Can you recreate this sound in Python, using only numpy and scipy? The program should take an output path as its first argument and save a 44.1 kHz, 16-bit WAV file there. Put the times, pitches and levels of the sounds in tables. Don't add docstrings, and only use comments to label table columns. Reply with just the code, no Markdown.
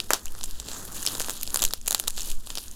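import sys
import numpy as np
from scipy import signal
from scipy.fft import rfft, irfft
from scipy.io import wavfile
from scipy.ndimage import uniform_filter1d

SR = 44100
rng = np.random.default_rng(int(sys.argv[2]) if len(sys.argv) > 2 else 0)


def convert_level_to_amplitude(level_db):
    exponent = np.asarray(level_db, float) / 20
    return 10 ** exponent


def master_out(mix):
    frames = np.transpose(np.atleast_2d(mix))
    ceiling = np.clip(frames, -1, 1)
    pcm = np.round(ceiling * 32767).astype(np.int16)
    wavfile.write(sys.argv[1], SR, pcm)


N = 121275

# frequency in Hz, level in dB per Hz.
FLOOR_SPECTRUM = [(20, -1.5), (45, -25), (90, -12), (170, -35), (215, -15), (300, -35.5), (2000, -60),
                  (7000, -33), (16000, -54)]
# time in seconds, level in dB.
AIR_PUSHES = [(0, -40.5), (.19, -37), (.27, -30.5), (.5, -24), (.62, -41), (1.55, -32.5), (1.68, -25),
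              (1.95, -41.5), (2.2, -26.5), (2.4, -22), (2.62, -44.5), (2.75, -33.5)]
# centre in Hz, width in Hz, gain in dB.
COLOUR_PEAKS = [(2170, 400, -6), (7500, 4000, 3), (8500, 490, -1.5), (9620, 1700, 5.5),
                (16000, 7000, -10.5)]
# time in seconds, crackle in dB, body of the rustle in dB re crackle.
KNEADING_LEVELS = [(0, -47.5, -6), (.34, -50, -4.5), (.44, -43.5, -10), (.65, -47.5, -3.5),
                   (.69, -35.5, -9.5), (.86, -41.5, -6), (1.1, -34, -9.5), (1.3, -38, -7),
                   (1.46, -46, -8.5), (1.62, -37, -4.5), (1.8, -57.5, -6.5), (1.92, -45.5, 1),
                   (2.14, -49, -11), (2.19, -36, -12), (2.31, -37.5, -11.5), (2.37, -52.5, -6.5),
                   (2.56, -40, -12), (2.7, -48.5, -8.5)]
# start in seconds, peak in dB, pitch in Hz.
CREASES = [(0.1116, -29, 1000), (0.143, -17, 6200), (0.2683, -33, 2650), (0.2812, -30.5, 2980),
           (0.3817, -35.0, 7000), (0.3893, -29, 11200), (0.4322, -21, 6100), (0.4426, -19.5, 11400),
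           (0.5022, -30, 11600), (0.51, -26, 11900), (0.6035, -26, 5750), (0.9536, -27, 6900),
           (1.032, -28.0, 6300), (1.0966, -27.0, 3500), (1.1131, -30, 3970), (1.142, -27.0, 3800),
           (1.212, -23, 6700), (1.2242, -19, 6800), (1.265, -37, 1280), (1.3119, -26, 6900),
           (1.3175, -26.0, 7500), (1.3672, -25, 11400), (1.3763, -24.5, 7400), (1.424, -22, 9900),
           (1.468, -26, 7200), (1.4971, -29, 7100), (1.5006, -30, 9800), (1.5045, -22, 6660),
           (1.528, -29.0, 10000), (1.599, -26, 3900), (1.6021, -22, 3800), (1.6637, -25, 4120),
           (1.6782, -25, 3930), (1.6873, -28, 7000), (1.7132, -30, 6400), (1.7275, -24, 3800),
           (1.7749, -35, 7300), (1.7779, -33, 14200), (1.814, -30.5, 6600), (1.8986, -23, 7500),
           (1.9799, -25, 7000), (1.9926, -21, 6800), (2.0298, -33.0, 7000), (2.067, -48, 6700),
           (2.1058, -19, 7700), (2.1412, -31, 7300), (2.1652, -27, 6400), (2.1888, -24, 7200),
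           (2.2, -26, 3720), (2.2187, -19, 5500), (2.2477, -27.0, 7000), (2.2754, -27, 6160),
           (2.2797, -31, 7100), (2.3514, -32, 7360), (2.4124, -46, 5800), (2.4643, -30, 7600),
           (2.5065, -29.0, 3270), (2.6392, -28, 8500), (2.682, -27, 6900), (2.713, -28, 6600)]
# start in seconds, peak in dB, pitch in Hz.
RINGING_POCKETS = [(0.1331, -8.5, 3060), (1.063, -1, 5400), (1.0738, -19, 2950), (1.4305, -20, 3220),
                   (1.5586, -6, 4670), (1.6275, -11, 3360), (1.735, -12, 5430), (1.9075, -7, 4000),
                   (1.948, -11, 3940), (1.9983, -19, 3400), (2.0777, -4, 3900), (2.5735, -21, 4910)]
# start in seconds, treble in dB, middle in dB re treble,
# body in dB re treble, T60 in seconds.
BURST_RINGS = [
    (0.1087, -41, 5, 10.5, 0.19),
    (0.137, -36, 5, 3, 0.15),
]
# start in seconds, treble in dB, then ring, middle and
# body, each in dB re treble.
FILM_SNAPS = [(0.0021, -32.5, -1, 8.5, -6), (0.106, -24.5, 2, -5, 6.5), (0.116, -38, -6, -11, 5),
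              (0.1341, -18, 1.5, 1.5, -5.5), (0.2567, -35.5, 3, -6.5, -12), (0.3219, -43, -7, -7, -21),
              (0.3509, -57.5, 2, 13.5, 13), (0.4114, -47.5, 4, 10, 1), (0.4387, -36, 7, 3.5, -7.5),
              (0.459, -45.5, 7, -2, -15), (0.5998, -39.5, 8, 4.5, -8), (0.686, -39.5, 3, 5.5, -1),
              (0.716, -47, 0, 10.5, 4.5), (0.732, -45, 5, 0, -1), (0.852, -36.5, -16, -10, -12),
              (0.9674, -37, -2, -8, -14), (1.0283, -40, 8.5, 0, -4), (1.0524, -34.5, 3, -2, -7),
              (1.0649, -36, 10.5, 7.5, -12), (1.0739, -40, -12, 16.5, 2), (1.0741, -43.5, -10, 14.5, -8),
              (1.0861, -36, 2, 5, -5), (1.152, -41, 6.5, 9, 3.5), (1.1983, -28.5, -0.5, -1.5, -12.5),
              (1.2047, -34, 4, 3, 3.5), (1.2171, -32, 4, -0.5, -9), (1.2456, -42, 8.5, 6, -5),
                (1.2846, -40, 3, 2, 6.5), (1.2962, -29.5, 1, -0.5, -4), (1.306, -32.5, 2, -2.5, -9),
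                (1.412, -37.5, 2, -6, -12), (1.432, -26, -6, -4.5, -21.5), (1.476, -37.5, 2.5, 5.5, -7.5),
                (1.5442, -19.5, -3.5, -9, -13), (1.559, -27.5, 4.5, -1.5, -3.5),
                (1.5725, -24, -20, -8, -16), (1.5926, -32.5, 1, 1, -25), (1.621, -27, -2, -2, -10.5),
                (1.6215, -25.5, 3.5, -9.5, -17), (1.626, -40.5, 4, 12.5, 5), (1.6293, -28, 2, -0.5, -13),
                (1.6392, -21, -1, -4.5, -12), (1.651, -22, 2, -3, -49), (1.7088, -47.5, 8, 12, 6.5),
                (1.7361, -26, -1.5, 1, -7), (1.8608, -40, 1, -2, -9.5), (1.8685, -46, 12, 6, -3),
                (1.8775, -23, -4, -12, -16),
              (1.8808, -21, -0.5, -4, -14.5), (1.9087, -21.5, -1.5, -10, -13.5), (1.92, -29, 1, -1, -6.5),
              (1.9275, -27, -1, -4, -13), (1.9473, -20, -1, 0.5, -8), (1.9986, -22, -4, -5.5, -14),
              (2.039, -42, -2, 2, -3), (2.075, -32.5, 0, -2, -8), (2.0809, -22.5, -0.5, -1.5, -11.5),
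              (2.1, -38, -1, -19, -12), (2.1737, -45, 4, 6, -12), (2.179, -39, 0, 7, -0.5),
              (2.1958, -41.5, 5, 3, -6), (2.2071, -38.5, 8, -1, -24), (2.2321, -49, 12, 5, -14),
              (2.3026, -44, 8, 7, -5), (2.316, -39, 5, 1.5, -17), (2.472, -47.5, 5.5, 6.5, 0),
              (2.5033, -42.5, 9.5, 9, 1.5), (2.554, -34.5, 1, 1, -13), (2.574, -45.5, 0, 15.5, 6.5),
              (2.5828, -39.5, 0, 8.5, -1)]

BODY_HZ, MIDDLE_HZ, RING_HZ, TREBLE_HZ = (352, 1833), (2620, 5720), (6120, 7910), (8320, 16800)
FLOOR_DB, HUM_DB, HUM_HZ, HUM_WIDTH_HZ = -47, -51, 54, 4
PUSH_HZ = (2.5, 13)
GRAINS_PER_S, GRAIN_SPREAD_DB, GRAIN_CYCLES = 2200, 4.6, 6.0
CLUMP_DB, PATCH_DB, SMOOTH_RUSTLE_DB = 3.2, 1.3, -4.5
RING_CRACKLE_DB, MIDDLE_CRACKLE_DB = -1.2, -0.62
RUMBLE_DB, RUMBLE_HZ = -2.5, (95.5, 395)
CREASE_DB, POCKET_DB, SPIT_DB = 3, -8, -4.5
CREASE_CYCLES, SPIT_DECAY_S = 3.4, 0.00055
SHAKE_DB, SHAKE_T60_S = -15, 0.04
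ROOM_DB, ROOM_T60_S = -14.5, 0.16
SNAP_DB, SNAP_DECAY_S, BODY_DECAY_S = -2.7, 0.0005, 0.0006
MAIN_CRACK, FORE_CRACK_DB, FORE_CRACK_S = 7.0, -15, 0.0017


def rms_one(x):
    return x / np.sqrt(np.mean(x ** 2, axis=-1, keepdims=True) + 1e-20)


def in_time(rows):
    s, *columns = np.transpose(rows)
    t = np.arange(N) / SR
    return [np.interp(t, s, column) for column in columns]


def band(x, hz, order=2):
    return signal.sosfilt(signal.butter(order, hz, "band", fs=SR, output="sos"), x + 1e-18)


def drift(rate_hz):
    r = np.exp(-2 * np.pi * rate_hz / SR)
    wander = signal.lfilter([1], [1, -2 * r, r * r], rng.standard_normal(N + SR))
    return rms_one(wander[SR:])


def colour(x):
    for hz, width, db in COLOUR_PEAKS:
        a, w = convert_level_to_amplitude(db / 2.), 2 * np.pi * hz / SR
        k = np.sin(w) * width / hz / 2
        x = signal.lfilter([1 + k * a, -2 * np.cos(w), 1 - k * a],
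                           [1 + k / a, -2 * np.cos(w), 1 - k / a], x)
    return x


def room_floor():
    hz = np.arange(N // 2 + 1) * SR / N + 1
    at, db = np.transpose(FLOOR_SPECTRUM)
    curve = convert_level_to_amplitude(np.interp(np.log(hz), np.log(at), db))
    hiss = irfft(rfft(rng.standard_normal(N)) * curve, N)
    hum_range = (HUM_HZ - HUM_WIDTH_HZ / 2, HUM_HZ + HUM_WIDTH_HZ / 2)
    hum = band(rng.standard_normal(N + SR), hum_range, order=1)[SR:]
    push = band(rng.standard_normal(N + SR), PUSH_HZ, order=3)[SR:]
    push = push / np.sqrt(uniform_filter1d(push ** 2, size=12000) + 1e-9)
    push_db = in_time(AIR_PUSHES)[0]
    return convert_level_to_amplitude(FLOOR_DB) * rms_one(hiss) + convert_level_to_amplitude(HUM_DB) * rms_one(hum) + convert_level_to_amplitude(push_db) * push


def crease_grains(clump_db):
    born = rng.random(N) < GRAINS_PER_S * convert_level_to_amplitude(clump_db) / SR
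    spread = convert_level_to_amplitude(GRAIN_SPREAD_DB * np.minimum(rng.exponential(1, N), 2.9))
    sizes = born * spread * rng.choice([-1, 1], N)
    pitch = rng.integers(0, 16, N)
    grains = 0.2 * sizes
    for k, hz in enumerate(np.geomspace(900, 14000, num=16)):
        r, w = convert_level_to_amplitude(-60 * hz / (GRAIN_CYCLES * SR)), 2 * np.pi * hz / SR
        ring = signal.lfilter([1 - r * r, 0, r * r - 1], [1, -2 * r * np.cos(w), r * r],
                              sizes * (pitch == k))
        grains = grains + ring
    return rms_one(grains)


def crackle():
    db, body_db = in_time(KNEADING_LEVELS)
    clump_db = CLUMP_DB * (0.7 * drift(45) + 0.35 * drift(12))
    rub = convert_level_to_amplitude(SMOOTH_RUSTLE_DB + 0.3 * clump_db) * rng.standard_normal(N)
    film = crease_grains(clump_db) + rub

    def patchy(hz):
        return convert_level_to_amplitude(PATCH_DB * drift(3.3) - 2.5) * rms_one(colour(band(film, hz)))

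    rumble = rms_one(band(rng.standard_normal(N), RUMBLE_HZ))
    rumble = convert_level_to_amplitude(RUMBLE_DB + 2.25 * drift(9.6)) * rumble
    bed = patchy(TREBLE_HZ)
    bed = bed + convert_level_to_amplitude(RING_CRACKLE_DB) * patchy(RING_HZ)
    bed = bed + convert_level_to_amplitude(MIDDLE_CRACKLE_DB) * patchy(MIDDLE_HZ)
    bed = bed + convert_level_to_amplitude(body_db) * (patchy(BODY_HZ) + rumble)
    return convert_level_to_amplitude(db) * bed


def creases_and_pockets():
    pockets = [(s + 0.001, db + POCKET_DB, hz) for s, db, hz in RINGING_POCKETS]
    s, db, hz = np.transpose(np.vstack([CREASES, pockets]))[:, :, None]
    t = np.arange(300) / SR
    spit = rng.standard_normal((len(s), 300)) * np.exp(-t / SPIT_DECAY_S)
    spit = colour(band(spit, (MIDDLE_HZ[0], 13000)))
    ring = np.sin(2 * np.pi * hz * t) * np.exp(-t * hz / CREASE_CYCLES) * (1 - np.exp(-t * hz))
    sound = convert_level_to_amplitude(db + CREASE_DB) * (ring + convert_level_to_amplitude(SPIT_DB) * spit)
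    out = np.zeros(N + 300)
    np.add.at(out, (s * SR).astype(int) + np.arange(300), sound)
    return out[:N]


def burst_tails():
    out, t = 0, np.arange(N) / SR
    for s, db, middle_db, body_db, t60 in BURST_RINGS:
        onset = np.clip((t - s) / 0.002, 0, 1)
        fade = convert_level_to_amplitude(db - 60 * np.abs(t - s) / t60) * onset
        for hz, share_db in ((TREBLE_HZ, 0), (RING_HZ, -3), (MIDDLE_HZ, middle_db), (BODY_HZ, body_db)):
            noise = rms_one(colour(band(rng.standard_normal(N), hz)))
            out = out + fade * convert_level_to_amplitude(share_db + 0.98 * drift(210)) * noise
    return out


def after_sound(hits):
    out = 0
    for hz in (TREBLE_HZ, RING_HZ, MIDDLE_HZ, BODY_HZ):
        power = band(hits, hz) ** 2
        for db, t60 in ((SHAKE_DB, SHAKE_T60_S), (ROOM_DB, ROOM_T60_S)):
            r = convert_level_to_amplitude(-120 / (t60 * SR))
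            level = np.sqrt(signal.lfilter([1 - r], [1, -r], power))
            rough = rng.standard_normal(N) * convert_level_to_amplitude(4.5 * drift(450))
            late = np.roll(level, 50)
            out = out + convert_level_to_amplitude(db) * late * rms_one(colour(band(rough, hz)))
    return out


def snaps():
    rows = np.array(FILM_SNAPS)
    s, db, ring_db, middle_db, body_db = np.transpose(rows)
    count = len(s)
    t = np.arange(-200, 400) / SR
    cracks = rng.standard_normal((count, 600)) * convert_level_to_amplitude(4.6 * rng.standard_normal((count, 600)))
    cracks[:, 203] = MAIN_CRACK * rng.choice([-1, 1], count)
    since_fore = t + FORE_CRACK_S * convert_level_to_amplitude(2.5 * rng.standard_normal((count, 1)))
    fore = convert_level_to_amplitude(FORE_CRACK_DB + 6.4 * rng.standard_normal((count, 1)))
    fore = fore * (s > BURST_RINGS[-1][0])[:, None]
    burst = 0
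    for hz, share_db in ((TREBLE_HZ, 0), (RING_HZ, ring_db), (MIDDLE_HZ, middle_db), (BODY_HZ, body_db)):
        decay = BODY_DECAY_S if hz == BODY_HZ else SNAP_DECAY_S
        main_shape = (t >= 0) * np.exp(-t / decay)
        fore_shape = (since_fore >= 0) * np.exp(-np.abs(since_fore) / decay)
        sound = rms_one(colour(band(cracks * (main_shape + fore * fore_shape), hz)))
        burst = burst + sound * convert_level_to_amplitude(db + share_db + SNAP_DB)[:, None]
    out = np.zeros(N + 600)
    np.add.at(out, (s * SR).astype(int)[:, None] + np.arange(600), burst)
    return out[205:N + 205]


def scene():
    hits = snaps()
    background = room_floor() + crackle()
    details = creases_and_pockets() + burst_tails()
    return (background + details + after_sound(hits) + hits)[None]


def low_pass(x):
    return signal.sosfilt(signal.butter(12, 16690, fs=SR, output="sos"), x)


def record(dry):
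    top_cut = signal.cheby1(8, 0.5, 15850, fs=SR, output="sos")
    mix = np.clip(signal.sosfilt(top_cut, dry), -1, 1)
    return low_pass(mix)


dry = scene()
out = record(dry)
master_out(out)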